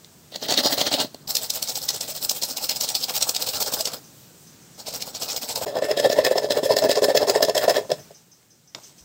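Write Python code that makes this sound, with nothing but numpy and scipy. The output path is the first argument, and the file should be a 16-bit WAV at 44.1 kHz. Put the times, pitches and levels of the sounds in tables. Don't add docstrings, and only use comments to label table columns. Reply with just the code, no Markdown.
import sys
import numpy as np
from scipy import signal
from scipy.fft import rfft, irfft, next_fast_len
from scipy.io import wavfile
from scipy.ndimage import uniform_filter1d, map_coordinates

SR = 44100
rng = np.random.default_rng(int(sys.argv[2]) if len(sys.argv) > 2 else 0)


def int16_out(signal):
    q = np.round(np.clip(np.atleast_2d(signal).T, -1, 1) * 32767)
    wavfile.write(sys.argv[1], SR, q.astype(np.int16))


def makeup_ratio(level_db):
    decades = np.asarray(level_db, float) / 20
    return 10 ** decades


N = 398663


def noise():
    return rng.standard_normal(N)


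def curve(table, column=1):
    rows = np.transpose(table)
    return np.interp(np.arange(N) / SR, rows[0], rows[column])


def walk(rate):
    k = int(SR / rate)
    steps = np.repeat(rng.standard_normal(N // k + 1), k)
    return 1.29 * uniform_filter1d(uniform_filter1d(steps, k), k)[:N]


def gain_db(hz, colour, modes=()):
    f, db = np.transpose(colour)
    lift = sum(up / (1 + (2 * (hz - centre) / width) ** 2) for centre, width, up in modes)
    return np.interp(np.log(hz + 1), np.log(f), db, left=db[0] - 22, right=db[-1] - 49.5) + lift


def ring(x, colour, modes):
    size = 8192
    cepstrum = irfft(gain_db(np.fft.rfftfreq(size, 1 / SR), colour, modes) * np.log(10) / 20)
    cepstrum[1:size // 2] *= 2
    cepstrum[size // 2 + 1:] = 0
    h = irfft(np.exp(rfft(cepstrum)))[:size // 2]
    return signal.fftconvolve(x, h / np.sqrt(np.sum(h ** 2)))


def fade(x, s):
    return signal.lfilter([1], [1, -np.exp(-1 / (s * SR))], x)


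def spikes(s, db):
    out = np.zeros(N)
    np.add.at(out, (np.asarray(s) * SR).astype(int), makeup_ratio(np.asarray(db)))
    return out


def band(x, lo_hz, hi_hz):
    return signal.sosfilt(signal.butter(2, [lo_hz, hi_hz], "band", fs=SR, output="sos"), x)


def echoes(x, t60):
    t = np.arange(SR // 2) / SR
    h = rng.standard_normal(len(t)) * np.exp(-np.log(1000) * t / t60) * (t > .003)
    return signal.fftconvolve(x, h / np.sqrt(np.sum(h ** 2)))[:N]


# push bites in seconds, pull starts in seconds,
# push rasp in dB, pull rasp in dB, first bite of the push in dB.
UPRIGHT = [(.325, .422, -39, -28, -46), (.4912, .571, -21.5, -20.5, -36), (.638, .715, -22.5, -21, -33),
           (.78, .862, -21.5, -21, -37), (.918, .989, -20, -21.5, -23)]
LYING = [(1.278, 1.286, -36.5, -29.5, -25), (1.354, 1.418, -28.5, -28.5, -7.5),
         (1.504, 1.542, -30, -26.5, -6), (1.627, 1.675, -28.5, -27, -9.5), (1.757, 1.816, -26, -29.5, -14),
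         (1.889, 1.933, -29, -27.5, -7), (2.011, 2.081, -29.5, -27.5, -11.5), (2.153, 2.214, -32, -30, -32),
         (2.296, 2.348, -27.5, -28, -5.5), (2.424, 2.484, -24.5, -29.5, -18), (2.571, 2.618, -26, -27, -14),
         (2.695, 2.755, -25.5, -27, -8), (2.811, 2.884, -24, -25.5, -11), (2.953, 3.005, -25.5, -27.5, -9),
         (3.088, 3.14, -27, -23.5, -30), (3.213, 3.271, -25, -26.5, -17), (3.35, 3.4, -28.5, -24, -12.5),
         (3.47, 3.534, -23.5, -22.5, -20), (3.607, 3.661, -22.5, -25.5, -19),
         (3.726, 3.786, -24, -26.5, -24), (3.856, 3.922, -30, -32, -9.5)]
TURNED = [(4.74, 4.778, -58, -40, -60), (4.868, 4.931, -31.5, -30.5, -47), (5.009, 5.058, -29, -36.5, -31),
          (5.151, 5.206, -31.5, -27.5, -26), (5.289, 5.367, -27, -30, -34),
          (5.422, 5.483, -28.5, -24.5, -32), (5.5584, 5.612, -29, -28, -14)]
SQUEEZED = [(5.667, 5.749, -39, -36.5, -38), (5.824, 5.89, -30, -31.5, -40),
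            (5.9748, 6.03, -28, -28, -19.5), (6.101, 6.162, -27, -27.5, -19.5),
            (6.2496, 6.307, -26, -30, -8), (6.361, 6.418, -31, -37, -39), (6.507, 6.553, -26, -32, -12),
            (6.634, 6.695, -28.5, -29, -29), (6.768, 6.824, -27, -27.5, -10),
            (6.8952, 6.953, -24, -30.5, -17.5), (7.023, 7.08, -24.5, -31.5, -24.5),
            (7.154, 7.202, -23.5, -28, -18), (7.277, 7.337, -24, -29.5, -31),
            (7.4283, 7.47, -23, -37.5, -4), (7.554, 7.617, -24.5, -24.5, -18),
            (7.685, 7.74, -25, -27, -15.5), (7.905, 7.969, -39, -53, -36)]
GRIP_STARTS_S = [0, 1.271, 5.655, 8.2, 10]
# turn-round in seconds, dip before a push in dB, dip before a pull in dB,
# wall on a push in dB, wall jolt of the first bite in dB.
GRIPS = [
    (0.029, -18, -12, -1, 1.5),
    (0.03, -17.5, -12.5, -1.5, -0.5),
    (0.025, -22, -13.5, -5.5, 6),
]
# time in seconds, wall above rasp in dB.
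COUPLING = [(.3, -1.5), (1.1, 0), (1.27, -6), (2.9, -7.5), (3.9, -2.5), (4.8, -2.5), (5.35, -6), (5.62, 4),
            (5.66, 17.5), (5.95, 16), (7.0, 15), (7.9, 13.5)]


def strokes():
    lead_s, shortest_s, longest_s, last_s = 0.0041, .01, 0.043, 0.037
    rows, first = [], []
    for bout in (UPRIGHT, LYING, TURNED, SQUEEZED):
        for k, (push_s, pull_s, push_db, pull_db, bite_db) in enumerate(bout):
            turn_s, push_dip, pull_dip, push_wall, jolt = GRIPS[np.searchsorted(GRIP_STARTS_S, push_s) - 1]
            wall = np.interp(push_s, *np.transpose(COUPLING))
            push_wall_db = push_db + wall + push_wall
            start = push_s - lead_s
            push_len = np.clip(pull_s - start - turn_s, shortest_s, longest_s)
            pull_len = last_s
            if k + 1 < len(bout):
                pull_len = bout[k + 1][0] - lead_s - pull_s - turn_s
            pull_len = np.clip(pull_len, shortest_s, longest_s)
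            rows.append((start, push_len, push_db, push_wall_db, push_dip, 0.62, 0.74))
            rows.append((pull_s, pull_len, pull_db, pull_db + wall, pull_dip, 0.37, 0.6))
            first.append((push_s, bite_db, push_wall_db + jolt))
    return rows, first


def per_stroke(pairs):
    starts = np.array([row[0] for row in strokes()[0]])
    index = np.searchsorted(starts - .006, np.arange(N) / SR).clip(1) - 1
    return uniform_filter1d(np.ravel(pairs)[index] * 1., size=300)


def pressure(column, dip_share):
    edge_db, ramp_s, landing_s = -5, 0.054, 0.0049
    rows = strokes()[0]
    points = [(0, -90), (rows[0][0] - .01, -70)]
    far_off = (14, 0, -102, -112, -40)
    for now, after in zip(rows, rows[1:] + [far_off]):
        start, length, top = now[0], now[1], now[column]
        end = start + length
        half = min((after[0] - end) / 2, ramp_s)
        rest = half == ramp_s
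        points.append((start, top + edge_db))
        points += [(start + now[5] * length, top), (start + now[6] * length, top)]
        points.append((end, top + edge_db))
        if rest:
            points.append((end + half, top - 30))
            points.append((after[0] - landing_s, after[column] - 30))
        else:
            points.append((end + 1.3 * half, min(top, after[column]) + dip_share * after[4]))
    return makeup_ratio(curve(points))


def bites():
    rate, spread_db = 1500, 2.5
    return (rng.random(N) < rate / SR) * makeup_ratio(spread_db * rng.exponential(1, N).clip(0, 4))


# time in seconds, tilt towards the bass in dB per octave.
SEAT = [(1.2, 5), (1.3, 0.), (4.0, 1.5), (4.8, 2.5), (5.6, 2.5), (5.7, 1.5)]
# tilt to the bass on the push and on the pull
# in dB per octave, wall on the push and on the pull in dB.
LEAN = [(-0.5, -1, -0.5, 1.0), (0, -1.5, -0.5, -1.0), (-2.0, -2.0, -0.5, -1.0), (-1.5, -0.0, 0.5, -0.5),
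        (-1.5, -2.5, -1.0, 1.5), (-0.5, -0.5, -0.5, -1), (0.5, 0, 0, -1), (1.5, 1, 0, 0.0),
        (-2, -2, -0.5, -1), (-0.5, 0, -2, 2.5), (1.5, 0.5, -1.5, -0.5), (1.0, 1.5, 3, -1),
        (0.5, -3, 2.5, 1.5), (-1.5, -1.5, 0.5, -0.5), (-0.5, -0.5, 1, 2.0), (1, -0.5, 1.0, 0.5),
        (2.0, -0.5, 0, 0.0), (-0.5, 1, 1.5, -1.5), (0, -1, 1.0, 1.5), (1, 0.5, 0, -1.5),
        (0.5, -3, -0.5, -0.5), (1.0, -1.5, 0.5, 1), (-1.5, -0.5, -1.5, 1), (-2, -0.0, 0, 1.0),
        (-2.5, -1.5, 1.5, 2), (1.5, 0.5, 1.5, 0.5), (-0.5, 0.5, -1.5, 1.5), (0, -1.5, 0, 0),
        (1.5, -1.5, -1.5, 2), (1, -2.0, 2.0, 0), (-0.5, -0.5, 0.5, 0), (-2.0, 0.5, -1.0, -0.5),
        (-1.5, 1.5, -1.5, 0.5), (-1, 0, 3, 1), (0.5, 1.0, -0.5, -1.5), (-1.5, -1.5, -1.0, 1.0),
        (-0.5, -0.0, -1.0, 1.0), (0.5, -1, -0.0, 1.0), (0.5, -0.0, -1.5, -2), (-1.5, -0.5, 0.5, 0.5),
        (-2, -1.0, -1.0, 1), (-2.5, 0.5, -1.5, 2.5), (-1.0, 0, -0.5, 1), (-2.5, 1.0, 0, 0),
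        (-1.0, -0.5, -1.0, 3), (-2.5, 0, 1.5, -1), (-1.5, -0.5, 0.5, 0), (-2.0, -0.5, -0.5, -1.0),
        (-0.5, 0, 0, 0.0), (0.5, 0.5, -1.5, -0.0)]


def chips(shared, force, cracks):
    bite_s, own_bites, patchy_db, snag_dull_db, stroke_colour_db = 0.00091, 1.04, 2, -5, 0.7
    out = 0
    edges = np.geomspace(700, 17000, num=12)
    tilt = curve(SEAT) + per_stroke(np.array(LEAN)[:, :2])
    for lo_hz, hi_hz in zip(edges[:-1], edges[1:]):
        puffs = fade(shared + own_bites * bites(), bite_s) + .5
        puffs = puffs / np.sqrt(np.mean(puffs ** 2))
        dull = makeup_ratio(snag_dull_db * abs(np.log2(lo_hz / 4500)))
        seat_db = tilt * np.clip(np.log2(5000 / lo_hz), -1, 1.2) + stroke_colour_db * walk(14)
        swell = makeup_ratio(patchy_db * walk(30) + 1.97 * walk(130))
        loudness = puffs * force * swell + dull * cracks * swell ** .4
        out = out + band(noise(), lo_hz, hi_hz) * loudness * makeup_ratio(seat_db)
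    return out


# time in seconds,
# crack peak in dB, wall in dB.
KNOCKS = [(0.046, -35, -53), (1.1459, -23.5, -38.5), (7.8109, -39, -27), (7.902, -25, -19),
          (8.114, -48, -55), (8.108, -51, -40.5), (7.848, -48, -29), (7.83, -50, -32), (7.894, -34, -25),
          (7.937, -30, -27.5), (8.429, -53, -72), (8.748, -18, -43)]
# time in seconds, crack peak in dB, wall in dB.
SNAGS = [(0.3603, -17.5, -28.5), (0.428, -37.5, -26.5), (.577, -11, -20), (0.6582, -23, -15),
         (0.6488, -20, -21.5), (1.002, -14, -19.5), (.815, -6, -15), (0.8675, -15, -29),
         (.524, -16, -19), (0.944, -17, -22), (1.307, -15, -48), (1.3694, -6.5, -50),
         (1.9052, -13, -33.5), (2.249, -12.5, -45), (2.435, -11.5, -29), (2.8378, -31, -33),
         (2.891, -14, -41), (3.042, -13, -40), (3.1773, -12, -36), (3.2263, -5, -28),
         (3.2945, -10, -30.5), (3.3653, -8.5, -42), (3.4248, -18, -41), (3.6263, -11.5, -30),
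         (3.74, -15, -23.5), (3.8099, -11.5, -26), (3.875, -15, -24.5), (5.0243, -16, -47),
         (5.233, -18, -46), (5.364, -15.5, -29.5),
         (5.7678, -30, -13), (5.787, -26, -21), (5.9145, -15, -12), (6.0003, -11.5, -11),
                  (6.046, -29, -11.5), (6.13, -17.5, -15), (6.1889, -17, -3), (6.3137, -40, -11.5),
                  (6.3822, -13, -7), (6.5211, -15, -20), (6.5736, -22, -11.5), (6.708, -29, -6),
                  (6.7885, -12, -10), (6.914, -10.5, -11.5), (6.957, -15.5, -29), (6.9752, -23, -7),
                  (7.0309, -30, -13.5), (7.042, -9.5, -11.5), (7.0854, -29, -12), (7.1753, -7, -14),
                  (7.2995, -5.5, -10.5), (7.3596, -16, -6), (7.4084, -22, -8), (7.45, -13, -17.5),
                  (7.486, -23, -10), (7.4973, -13.5, -11), (7.5796, -8, -13), (7.698, -12, -13.5),
                  (7.682, -19, -7), (7.9177, -11.5, -9),
         (0.729, -13, -21.5), (.541, -14, -24), (2.315, -13, -27), (2.846, -19, -36),
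               (3.108, -23, -25.5), (3.165, -15, -42), (3.272, -30, -25), (3.49, -14, -36),
               (4.885, -36, -31), (4.939, -30, -33), (4.96, -29, -39), (5.077, -33, -30.5),
               (5.15, -34, -40), (5.22, -30, -32), (5.346, -25, -30), (5.495, -30, -30), (5.577, -26, -27),
               (5.616, -35, -21.5), (5.756, -36, -20), (6.062, -33, -13), (6.267, -13.5, -13.5),
               (6.358, -30, -10.5), (6.437, -39, -18.5), (6.446, -32, -17), (6.489, -35, -18.5),
               (6.634, -32, -18), (6.851, -26, -9.5), (7.15, -28, -11), (7.23, -28.5, -11.5),
               (7.568, -18, -11), (7.641, -23, -16), (7.71, -20, -10), (7.768, -17, -13), (7.783, -25, -12),
               (1.048, -31, -24)]
# on the push in dB, on the pull in dB.
DEEP = [(4, 4.0), (1, 1), (-1.5, 2), (-3.0, 2), (0, 1.5), (2.5, -1), (-2, 1), (-5, 0), (-1, 0), (0, 6),
        (-6.0, 2), (3.5, 1), (2.5, -0.0), (-1, 6.0), (5.0, 2), (0.5, 2), (-0.0, 1.5), (-2.5, 1), (2.5, 0),
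        (-7.0, 0), (-3, -3), (4.5, 1), (-4, 1), (-4.5, -1), (2, 2), (1, 4), (-3.5, 8), (3, 0), (8, 5),
        (0, 2), (0.5, 6.5), (-4, -0.0), (-6, -4), (-4, -4.0), (4, -4.5), (6.5, 6), (5.0, 6.0), (-0.0, -0.5),
        (-4.5, 2.5), (2.5, 0.0), (6.5, -2), (2.5, 3), (5, -1), (3, 1.5), (2.0, -0.5), (-1.5, -3),
        (-2.5, 0.5), (-2.5, -3), (-3, -5), (-2, -4)]
# pitch in Hz, level in dB per Hz.
RASP = [
    [(710, -42), (1200, -16.5), (2000, -11), (2430, -19), (3180, -5), (3470, -6), (4220, -1.5),
     (7660, -9.5), (10700, -18.5), (14800, -8.5), (16000, 0)],
    [(710, -24), (1200, -29), (2110, -14), (3590, -5.5), (4130, -2), (5070, -1.5), (6580, -5), (7910, -6),
     (10700, -13), (15000, -1), (16000, -2)],
    [(710, -26.5), (1200, -16), (1610, -9), (1770, -1.5), (2380, -15.5), (5130, -5.5), (5710, -12),
     (7250, -10.5), (9930, -19.5), (14700, -15), (16000, -7.5)],
    [(500, -8), (1200, -1), (5300, 5), (9200, -19), (16000, -28)],
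]
WALL = [
    [(24, -61), (40, -33.5), (266, -2), (366, -8), (568, 1), (758, -4), (996, -8), (1500, -25), (1950, -69),
     (3300, -120)],
    [(24, -28), (40, -20.5), (243, -8), (355, -9.5), (503, -1.5), (800, -2), (1190, -11), (1500, -13.5),
     (1950, -26.5), (3300, -120)],
    [(24, -61), (40, -38), (290, -13.5), (345, -10.5), (400, -2), (600, 1), (730, -9), (850, -17),
     (1500, -31), (2000, -64)],
    [(59, -29), (100, -2), (529, 3), (998, 0.5), (1500, -8), (1950, -29), (3300, -120)],
]
# pitch in Hz, width in Hz, lift in dB.
RASP_MODES = [
    [(3200, 100, 0), (4170, 350, 3.5), (5150, 200, 0)],
    [(4170, 220, 2.5), (5250, 360, 5), (7790, 1260, 4.5)],
    [(1765, 75, 7), (2108, 24, 5), (2660, 122, 8.5), (3360, 210, 7), (4006, 170, 5.5), (5224, 200, 9.5),
     (7300, 200, 1)],
    [(2170, 210, 13)],
]
WALL_MODES = [
    [(635, 260, 2.9)],
    [(512.4, 42, 8.3), (662, 53, 5.8), (1000, 100, 6.6)],
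    [(424.6, 45, 5), (461.4, 22, -7.5), (520, 49, 4.5), (611, 93, 4), (681, 51, 7), (1001, 163, 13.5)],
    [],
]


def pipe():
    snag_s, snag_rise_s, snag_db, knock_fade_s = 0.0024, 0.0017, -3.5, 0.0018
    wall_dip, wall_patchy_db, bend_s = 0.54, 1.8, .0004
    shared = bites() * makeup_ratio(2.0 * walk(90))
    shoves = shared * np.sign(noise())
    snags = strokes()[1] + SNAGS
    s, crack_db, wall_db = np.transpose(snags)
    knock_s, knock_db, knock_wall_db = np.transpose(KNOCKS)
    force = spikes(s, crack_db + snag_db)
    cracks = fade(force, snag_s) + fade(force[::-1], snag_rise_s)[::-1]
    cracks = cracks + fade(spikes(knock_s, knock_db), knock_fade_s)
    rasp = chips(shared, pressure(2, 0.98), cracks)

    edges = [30, 200, 340, 470, 580, 720, 1000, 3000]
    wall = 0
    for lo_hz, hi_hz in zip(edges[:-1], edges[1:]):
        wall = wall + band(shoves, lo_hz, hi_hz) * makeup_ratio(wall_patchy_db * walk(30))
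    wall = wall / shoves.std() * 1.34 * pressure(3, wall_dip)
    jolts = spikes(s - .002, wall_db) + spikes(knock_s, knock_wall_db + 4.0)
    judder = (fade(jolts, 0.006) + fade(jolts[::-1], 0.0025)[::-1]) * noise()
    wall += fade(.95 * jolts + 0.07 * judder, 0.00023)
    low = signal.sosfiltfilt(signal.butter(2, 500, fs=SR, output="sos"), wall)
    deep = makeup_ratio(per_stroke(DEEP) / 2)
    wall = (low * deep + (wall - low) / deep) * makeup_ratio(per_stroke(np.array(LEAN)[:, 2:]))

    out = np.zeros(N + SR)
    for k in range(len(RASP)):
        a, b = (min(int(edge_s * SR), N) for edge_s in GRIP_STARTS_S[k:k + 2])
        held = ring(rasp[a:b], RASP[k], RASP_MODES[k]) + ring(wall[a:b], WALL[k], WALL_MODES[k])
        out[a:a + len(held)] += held
    return map_coordinates(out, [np.arange(N) + bend_s * SR * walk(16)], order=3)


def rings(x):
    ring_db, share = 2, .025
    pitches_hz = np.geomspace(1900, 9000, num=12) * (1 + .04 * rng.standard_normal(12))
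    out = 0
    for hz in pitches_hz:
        out = out + band(x, hz * (1 - share), hz * (1 + share)) * (walk(22) - .8).clip(0)
    return makeup_ratio(ring_db) * out


# pitch in Hz, level in dB per Hz.
AIR = [(15, -38), (25, -22), (43, -19.5), (145, 2.5), (394, -7.5), (1130, -16.5), (1480, -16.5),
       (2220, -20), (6210, -15.5), (8140, -15.5), (10400, -26.5), (14800, -18.5), (16000, -20)]
# time in seconds, level in dB, extra rumble in dB.
AIR_DB = [(0, -51, -0.5), (.3, -50.5, -0.5), (1.26, -50, 4), (1.3, -40.5, -5.5), (4.1, -47.5, -2),
          (5.6, -50, 3.5), (8.0, -46, 2), (8.15, -51, -3), (8.4, -54, -2.5), (8.7, -55.5, -2),
          (9.04, -52.5, -0.5)]


def air():
    flicker_db = 1.1
    size = next_fast_len(N)
    hz, out, swell = np.fft.rfftfreq(size, 1 / SR), 0, walk(1.59)
    spectrum = makeup_ratio(gain_db(hz, AIR)) * rfft(noise(), size)
    for centre in 30 * 2. ** np.arange(10):
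        share = np.clip(1 - np.abs(np.log2((hz + 1) / centre)), 0, 1)
        rumble_db = curve(AIR_DB, column=2) * (centre < 1500)
        level_db = 0.86 * swell + flicker_db * walk(13) + rumble_db
        out = out + irfft(spectrum * share)[:N] * makeup_ratio(level_db)
    return out / out.std() * makeup_ratio(curve(AIR_DB))


# time in seconds, level in dB, pitch in Hz.
BUMPS = [(0.361, -40, 200), (3.93, -41, 200), (4.305, -54, 500), (1.205, -48, 400), (7.92, -31, 151),
         (8.28, -55, 400), (9.005, -53, 60)]


def bumps():
    cycles = 2.8
    out, t = np.zeros(N + SR), np.arange(SR // 4) / SR
    for s, db, hz in BUMPS:
        turns = t * hz
        swing = turns * np.exp(-turns * 3 / cycles) * np.sin(2 * np.pi * turns)
        out[int(s * SR):int(s * SR) + len(t)] += 3 * makeup_ratio(db) * swing
    return out[:N]


# from in seconds, to in seconds.
GAPS = [
    (1.2688, 1.2708),
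    (5.6505, 5.659),
]


def silent_joins():
    t = np.arange(N) / SR
    return np.prod([np.clip(np.maximum(a - t, t - b) / .0008, .01, 1) for a, b in GAPS], axis=0)


# start in seconds, length in seconds, level in dB.
SPLITS = [(1.27, 0.041, -34.5), (2.798, .016, -25), (5.635, .02, -47), (6.237, .02, -41),
          (6.897, .026, -33), (7.165, 0.017, -26), (7.888, .02, -50), (8.108, .02, -61)]


def splits():
    t = np.arange(N) / SR
    shape = sum(makeup_ratio(db) * np.sin(np.pi * ((t - s) / length).clip(0, 1)) ** 2 for s, length, db in SPLITS)
    return 1.2 * shape * band(band(noise(), 4200, 14000), 4200, 15000)


# start in seconds, peak in dB.
CALLS = [(4.04, -47), (4.4694, -47), (4.615, -50), (4.745, -48), (7.8444, -48), (7.992, -43), (8.145, -44),
         (8.315, -46), (8.504, -49), (8.673, -47.5), (8.833, -40), (8.98, -45)]


def bird():
    top_hz, end_hz, t60_s, call_s, trill_rate = 6550, 4900, 0.24, .04, 80
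    t, calls = np.arange(int(call_s * SR)) / SR, np.zeros(N + SR)
    for (s, db), chance in zip(CALLS, rng.random((len(CALLS), 2))):
        rate = trill_rate * (1.0 + .4 * chance[0])
        swing = .5 + .5 * np.cos(2 * np.pi * (rate * t - .12))
        sinking_top = top_hz * (1 - 1.5 * t - .04 * chance[1])
        phase = 2 * np.pi * np.cumsum(end_hz + (sinking_top - end_hz) * swing) / SR
        shape = (0.46 + 0.57 * swing) * np.minimum(t / 0.0031, 1) * np.exp(-t / 0.014)
        calls[int(s * SR):int(s * SR) + len(t)] += makeup_ratio(db) * shape * np.sin(phase)
    return makeup_ratio(3.5) * calls[:N] + echoes(calls[:N], t60_s) * makeup_ratio(5.5)


# time in seconds, grit in dB, hum in dB.
RUSTLE = [(8.75, -44, -37), (8.78, -55, -50), (8.81, -50, -54), (8.87, -49.5, -65), (8.92, -57.5, -67),
          (8.95, -65.5, -72.5), (8.99, -51, -68.5), (9.04, -64, -67)]
# pitch in Hz, level in dB per Hz.
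GRIT = [(1500, -11), (4500, -2), (8000, 0), (10500, -18), (15000, -4.5)]


def rustle():
    crackle = fade((rng.random(N) < .02) * rng.exponential(1, N), .001)
    grains = (crackle + 2.0) * noise()
    grains *= (np.arange(N) / SR > RUSTLE[0][0]) / grains.std()
    grit = ring(grains * makeup_ratio(curve(RUSTLE)), GRIT, ())
    hum = ring(grains * makeup_ratio(curve(RUSTLE, column=2)), WALL[3], ())
    return (grit + hum)[:N]


def scene():
    room_db, room_t60_s = -16.5, 0.17
    near = pipe() + rustle() + bumps()
    room = echoes(0.73 * near + band(near, 990, 16000), room_t60_s)
    mono = near + makeup_ratio(room_db) * room + bird() + air()
    mono = mono + rings(near)
    return mono + splits() * np.array([[1], [-1]])


def low_pass(x):
    return signal.sosfilt(signal.butter(12, 16840, fs=SR, output="sos"), x)


def record(dry):
    rounded = np.tanh(0.76 * dry * silent_joins()) / 0.87
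    top_edge = signal.ellip(8, .2, 50, 15700, fs=SR, output="sos")
    mix = signal.sosfilt(top_edge, rounded)
    return low_pass(mix)


dry = scene()
out = record(dry)
int16_out(out)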